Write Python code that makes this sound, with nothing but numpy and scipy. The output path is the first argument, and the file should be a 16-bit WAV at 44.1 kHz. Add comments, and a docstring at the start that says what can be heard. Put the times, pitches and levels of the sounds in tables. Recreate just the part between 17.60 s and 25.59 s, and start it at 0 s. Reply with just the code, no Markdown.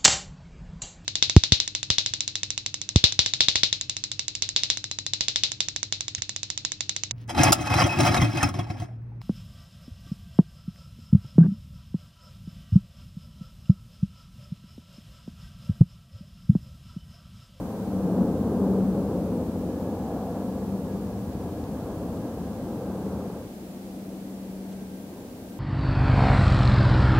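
"""A jet airliner's exhaust roar swells and fades through restless air as it climbs away outdoors.
Shortly before 6 s the near roar dissolves into a duller, more distant one.
Two close low tones hum and beat within it, over faint whines, a whistle, ticks and microphone hiss.
The roar is shaped noise in three bands, its surges and fan whine are moving bands of noise,
the hum and whistle are wavering sines, and the ticks are short bursts of bright noise."""
import sys
import numpy as np
from scipy import signal
from scipy.fft import rfft, irfft
from scipy.io import wavfile

SR = 44100
rng = np.random.default_rng(int(sys.argv[2]) if len(sys.argv) > 2 else 0)


def waveform_to_disk(signal):
    """Save audio, clipped to [-1, 1], as 16-bit WAV at the path in sys.argv[1]."""
    frames = np.transpose(np.atleast_2d(signal))
    scaled = np.clip(frames, -1, 1) * 32767
    samples = np.round(scaled).astype(np.int16)
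    wavfile.write(sys.argv[1], SR, samples)


N = 352359
TIME = np.arange(N) / SR  # s
BINS = np.fft.rfftfreq(N, 1 / SR)  # Hz


def gain_of(db):
    """Decibels to amplitude."""
    return 10 ** (np.asarray(db) / 20)


def evened(x):
    """Scales to rms 1."""
    return x / np.sqrt(np.mean(x ** 2) + 1e-20)


def read(points):
    """Reads a table of (Hz, dB) on every frequency bin, along a logarithmic pitch axis."""
    hz, db = np.transpose(points)
    return np.interp(np.log(BINS + 1), np.log(hz + 1), db)


def curves(rows):
    """Reads each column of a time table on every sample."""
    seconds, *columns = np.transpose(rows)
    return [np.interp(TIME, seconds, column) for column in columns]


def noise(gain):
    """Noise of rms 1 with the given amplitude spectrum."""
    white = rfft(rng.standard_normal(N))
    return evened(irfft(white * gain, N))


def drift(hz):
    """Slow chance movement of rms 1, up to about hz."""
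    return noise(np.exp(-(BINS / hz) ** 2))


def slow(hz):
    """Slow chance movement of rms 1, up to about hz, drawn every 5 ms and joined by lines."""
    steps = np.arange(0, N / SR + 0.01, 0.005)
    rates = np.fft.rfftfreq(len(steps), steps[1])
    white = rfft(rng.standard_normal(len(steps)))
    movement = irfft(white * np.exp(-(rates / hz) ** 2), len(steps))
    return np.interp(TIME, steps, evened(movement))


def steadied(x, seconds):
    """Takes the slow swells out of a noise, leaving its fast grain."""
    window = signal.windows.hann(int(seconds * SR))
    energy = signal.fftconvolve(x ** 2, window, "same")
    weight = signal.fftconvolve(np.ones(N), window, "same")  # smaller near the ends
    return x / np.sqrt(np.maximum(energy / weight, 1e-9))


def below(hz, order=8):
    """A soft crossover, falling from 1 to 0 around hz."""
    return 1 / (1 + (BINS / hz) ** order)


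def swell(peak_s, rise_s, fall_s):
    """A bell-shaped envelope of height 1."""
    half_s = np.where(TIME < peak_s, rise_s, fall_s)
    return np.exp(-((TIME - peak_s) / half_s) ** 2)


def band(hz, width_hz):
    """An even band of noise whose centre follows hz."""
    turn = np.exp(2j * np.pi * np.cumsum(hz) / SR)
    grain = drift(width_hz / 2) + 1j * drift(width_hz / 2)
    return steadied((grain * turn).real, 0.9)


def wavering(hz, waver_db, wander_turns):
    """One tone of mean pitch hz that wavers a little in strength and pitch."""
    turns = hz * TIME + wander_turns * slow(3.5)
    return np.sqrt(2) * np.sin(2 * np.pi * turns) * gain_of(waver_db * slow(11))


# humps and hollows of the roar, near and far: centre [Hz], width [Hz], height [dB]
ROAR_COLOUR = [(100.4, 6.4, 2.5), (142, 16.5, -6), (190.6, 15, -9.5), (220, 11, 2), (259, 12, 4),
               (374, 49, -0.5), (484, 73, 0.5), (650, 21, -1)]
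RUMBLE_FLUTTER_DB = 1.0  # the large eddies arrive in lumps
RASP_FLUTTER_DB = 0.74


def exhaust(spectrum, rumble_db, roar_db, rasp_db, roar_flutter_db):
    """Turbulent mixing noise: large eddies rumble, middle ones roar and small ones rasp."""
    colour_db = sum(db * np.exp(-(2 * (BINS - hz) / width) ** 2) for hz, width, db in ROAR_COLOUR)
    shape = gain_of(read(spectrum) + colour_db)
    shape = shape * below(1950, order=14)  # the air absorbs the treble
    low, high = below(148.0), 1 - below(648)
    middle = (1 - low) * (1 - high)
    # the shares are of power, hence the roots
    rumble = steadied(noise(shape * np.sqrt(low)), 0.18)
    roar = steadied(noise(shape * np.sqrt(middle)), 0.18)
    rasp = steadied(noise(shape * np.sqrt(high)), 0.18)
    flutter = slow(7.8)  # shared by roar and rasp
    rumble = rumble * gain_of(rumble_db + RUMBLE_FLUTTER_DB * slow(30))
    roar = roar * gain_of(roar_db + roar_flutter_db * flutter)
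    rasp = rasp * gain_of(rasp_db + RASP_FLUTTER_DB * flutter)
    return rumble + roar + rasp


# strength of the near roar as the jet draws away, before the trims below:
# start_s [s], roar_db [dB], deep rumble_db [dB], upper rasp_db [dB]
NEAR_LEVELS = [(0, -35.5, -33, -43), (0.15, -34.5, -39.5, -45.5), (0.56, -28.5, -36, -40.5),
               (0.78, -26.5, -34.5, -43), (1.05, -27, -35.5, -39), (1.6, -29.5, -35.5, -45),
               (2.1, -31, -37.5, -45.5), (2.65, -31.5, -40, -42), (3.1, -34, -39.0, -46.5),
               (3.6, -36.0, -36.5, -47.0), (4.5, -34, -38.5, -45), (5.0, -34.5, -40, -46),
               (5.5, -35.5, -38.5, -44.5)]
# relative spectrum of the near roar: pitch_hz [Hz], level_db [dB per Hz]
NEAR_SPECTRUM = [(13, -60), (22, -41), (46, -20.5), (75, -9.5), (139, -11.5), (178, -4), (192, 0),
                 (218, -4.5), (311, -7), (361, -13), (505, -10), (609, -18.5), (707, -19.5), (1110, -30.5),
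                 (1900, -48.5), (2470, -78), (4180, -120)]
RUMBLE_TRIM_DB, ROAR_TRIM_DB, RASP_TRIM_DB = 0.5, 0.33, 2.28


def near_roar():
    """Exhaust noise that swells, then fades as the jet draws away."""
    roar_db, rumble_db, rasp_db = curves(NEAR_LEVELS)
    return exhaust(NEAR_SPECTRUM, rumble_db + RUMBLE_TRIM_DB, roar_db + ROAR_TRIM_DB,
                   rasp_db + RASP_TRIM_DB, roar_flutter_db=0.64)


# faint electronic tones: pitch_hz [Hz], level_db [dB rms]
STEADY_WHINES = [(4436, -82), (13426, -77)]


def steady_whines():
    """Thin electronic sines of constant level, wandering very slightly in phase."""
    total = np.zeros(N)
    for hz, db in STEADY_WHINES:
        turns = hz * TIME + 0.04 * slow(3)
        total += np.sqrt(2) * gain_of(db) * np.sin(2 * np.pi * turns)
    return total


# relative spectrum of the microphone hiss: pitch_hz [Hz], level_db [dB per Hz]
HISS_SPECTRUM = [(30, -1), (300, 15.5), (1000, 6), (2000, 3), (4000, 0.5), (8000, -1), (15500, -0.5)]
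HISS_DB = -50.5  # of each microphone, before they mix


def hiss(opposed=0.046):
    """Self-noise of two microphones; stereo widening feeds a little of each into the other, inverted."""
    pair = np.array([noise(gain_of(read(HISS_SPECTRUM))) for _ in range(2)])
    return gain_of(HISS_DB) * (pair - opposed * pair[::-1])


# swells of a thin whistle, before its waver: peak_s [s], level_db [dB rms], rise_s [s], fall_s [s]
WHISTLE_SWELLS = [(.7, -66.5, 1.3, .8), (5.2, -68.5, 0.79, .6), (7.4, -70, 0.74, 0.8)]
WHISTLE_HZ = 1578


def whistle():
    """One wavering sine that comes and goes."""
    strength = sum(gain_of(db) * swell(s, rise, fall) for s, db, rise, fall in WHISTLE_SWELLS)
    return strength * wavering(WHISTLE_HZ, waver_db=2.5, wander_turns=0.055)


# swells of the low hum, before its waver: peak_s [s], pitch_hz [Hz], level_db [dB rms],
# rise_s [s], fall_s [s], waver_db [dB rms, either sign]
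HUM_SWELLS = [(.55, 192, -31.5, 0.3, 0.13, 4), (.57, 178.7, -32.5, 0.36, .16, -1),
              (1.13, 191.8, -26, 0.38, 0.37, 2.6), (1.6, 180.4, -35, .6, 0.69, 2),
              (3.0, 193.1, -33.5, 0.4, 0.74, 1.9), (4.6, 179.5, -42, .45, .5, 7),
              (5.4, 192.5, -36.5, 0.32, 0.35, 2.2), (7.15, 191.4, -38.5, 1.52, 0.41, 0.3),
              (7.95, 191.4, -42, 0.14, .12, -1)]


def hum():
    """Two low tones about 13 Hz apart swell and ebb, throbbing where they overlap."""
    total = np.zeros(N)
    for s, hz, db, rise, fall, waver_db in HUM_SWELLS:
        total += wavering(hz, waver_db, wander_turns=0.067) * gain_of(db) * swell(s, rise, fall)
    return total


# bands that swell out of the roar as the air and the angle change:
# peak_s [s], pitch_hz at the peak [Hz], level_db [dB rms], half_length_s [s], width_hz [Hz]
SURGE_BANDS = [(0.567, 260, -30, 0.13, 150), (1.08, 409.2, -33.5, .25, 233), (2.352, 520, -42, 0.2, 140),
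               (2.65, 722, -41, 0.32, 259), (4.552, 290.4, -40, 0.15, 130), (4.598, 547, -48, 0.3, 210),
               (5.1, 300, -40.5, 0.096, 160), (5.5, 429.8, -41, 0.27, 260), (6.7, 265, -46.5, 0.62, 110)]
SURGE_SAG_OCTAVES_PER_S = 0.45


def surges():
    """Bands of noise that swell and pass, each sliding down in pitch."""
    total = np.zeros(N)
    for s, hz, db, half, width in SURGE_BANDS:
        centre_hz = hz * 2 ** (-SURGE_SAG_OCTAVES_PER_S * (TIME - s))
        total += band(centre_hz, width) * gain_of(db) * swell(s, half, half)
    return total


# pitch and level are those at the start, before the sag and the fade
FAN_START_S, FAN_RISE_S, FAN_HZ, FAN_SAG_HZ_PER_S, FAN_WIDTH_HZ = 1.9, 0.22, 1688, 16, 91
FAN_DB, FAN_FADE_DB_PER_S = -66.5, 1


def fans():
    """The blurred fan whine enters as the jet turns its tail, and sinks with the Doppler shift."""
    age = TIME - FAN_START_S
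    whine = band(FAN_HZ - FAN_SAG_HZ_PER_S * age, FAN_WIDTH_HZ)
    rise = np.clip(age / FAN_RISE_S, 0, 1)
    return whine * rise * gain_of(FAN_DB - FAN_FADE_DB_PER_S * age)


# tiny ticks and scuffs near the microphone: peak_s [s], half_length_s [s], level_db [dB]
TICK_BURSTS = [(4.04, .001, -54), (4.572, .004, -58), (7.128, 0.012, -57.5)]


def ticks():
    """Short soft bursts of bright noise."""
    envelope = sum(gain_of(db) * np.exp(-((TIME - s) / half) ** 2) for s, half, db in TICK_BURSTS)
    return noise(below(6900, order=4) * (1 - below(1500))) * envelope


DISSOLVE_START_S, DISSOLVE_END_S = 5.56, 5.92
# relative spectrum of the far roar: pitch_hz [Hz], level_db [dB per Hz]
FAR_SPECTRUM = [(13, -72), (22, -28), (59, -14), (124, -14), (156, -11), (174, -6), (193, -25), (207, -4),
                (219, -5.5), (261, -6.5), (311, -9.5), (493, -19), (1500, -58), (1950, -55), (3300, -120)]
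# levels at the end of the dissolve, and the fade from there
FAR_ROAR_DB, FAR_RUMBLE_DB, FAR_RASP_DB, FAR_FADE_DB_PER_S = -42, -50, -48.5, 0.05


def far_roar():
    """Duller, more even exhaust noise that sinks slowly."""
    roar = exhaust(FAR_SPECTRUM, FAR_RUMBLE_DB, FAR_ROAR_DB, FAR_RASP_DB, roar_flutter_db=0.0)
    return roar * gain_of(-FAR_FADE_DB_PER_S * (TIME - DISSOLVE_END_S))


def jet():
    """The near roar and fan whine dissolve into the far roar at equal power; surges ride on top."""
    blend = np.clip((TIME - DISSOLVE_START_S) / (DISSOLVE_END_S - DISSOLVE_START_S), 0, 1)
    near = near_roar() + fans()
    return near * np.sqrt(1 - blend) + far_roar() * np.sqrt(blend) + surges()


# stereo lean of the outdoor sound: pitch_hz [Hz], left minus right [dB]
STEREO_LEAN = [(60, 1), (110, 1), (190, 2), (260, 1.5), (380, 1.3), (600, 0), (1500, -0.5)]


def scene():
    """Jet and hum lean left around the hum's pitch; whines, whistle and ticks sit in the centre."""
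    outdoors = rfft(jet() + hum())
    lean_db = read(STEREO_LEAN) / 2  # half to each side
    pair = irfft(outdoors * gain_of([lean_db, -lean_db]), N)
    return pair + hiss() + steady_whines() + whistle() + ticks()


EDGE_HZ = 15800


def record(dry):
    """The recorder's band limit: a steep lowpass."""
    lowpass = signal.firwin(1023, EDGE_HZ, window=("kaiser", 8), fs=SR)
    return signal.oaconvolve(dry, lowpass[None], "same", axes=1)


dry = scene()
out = record(dry)
waveform_to_disk(out)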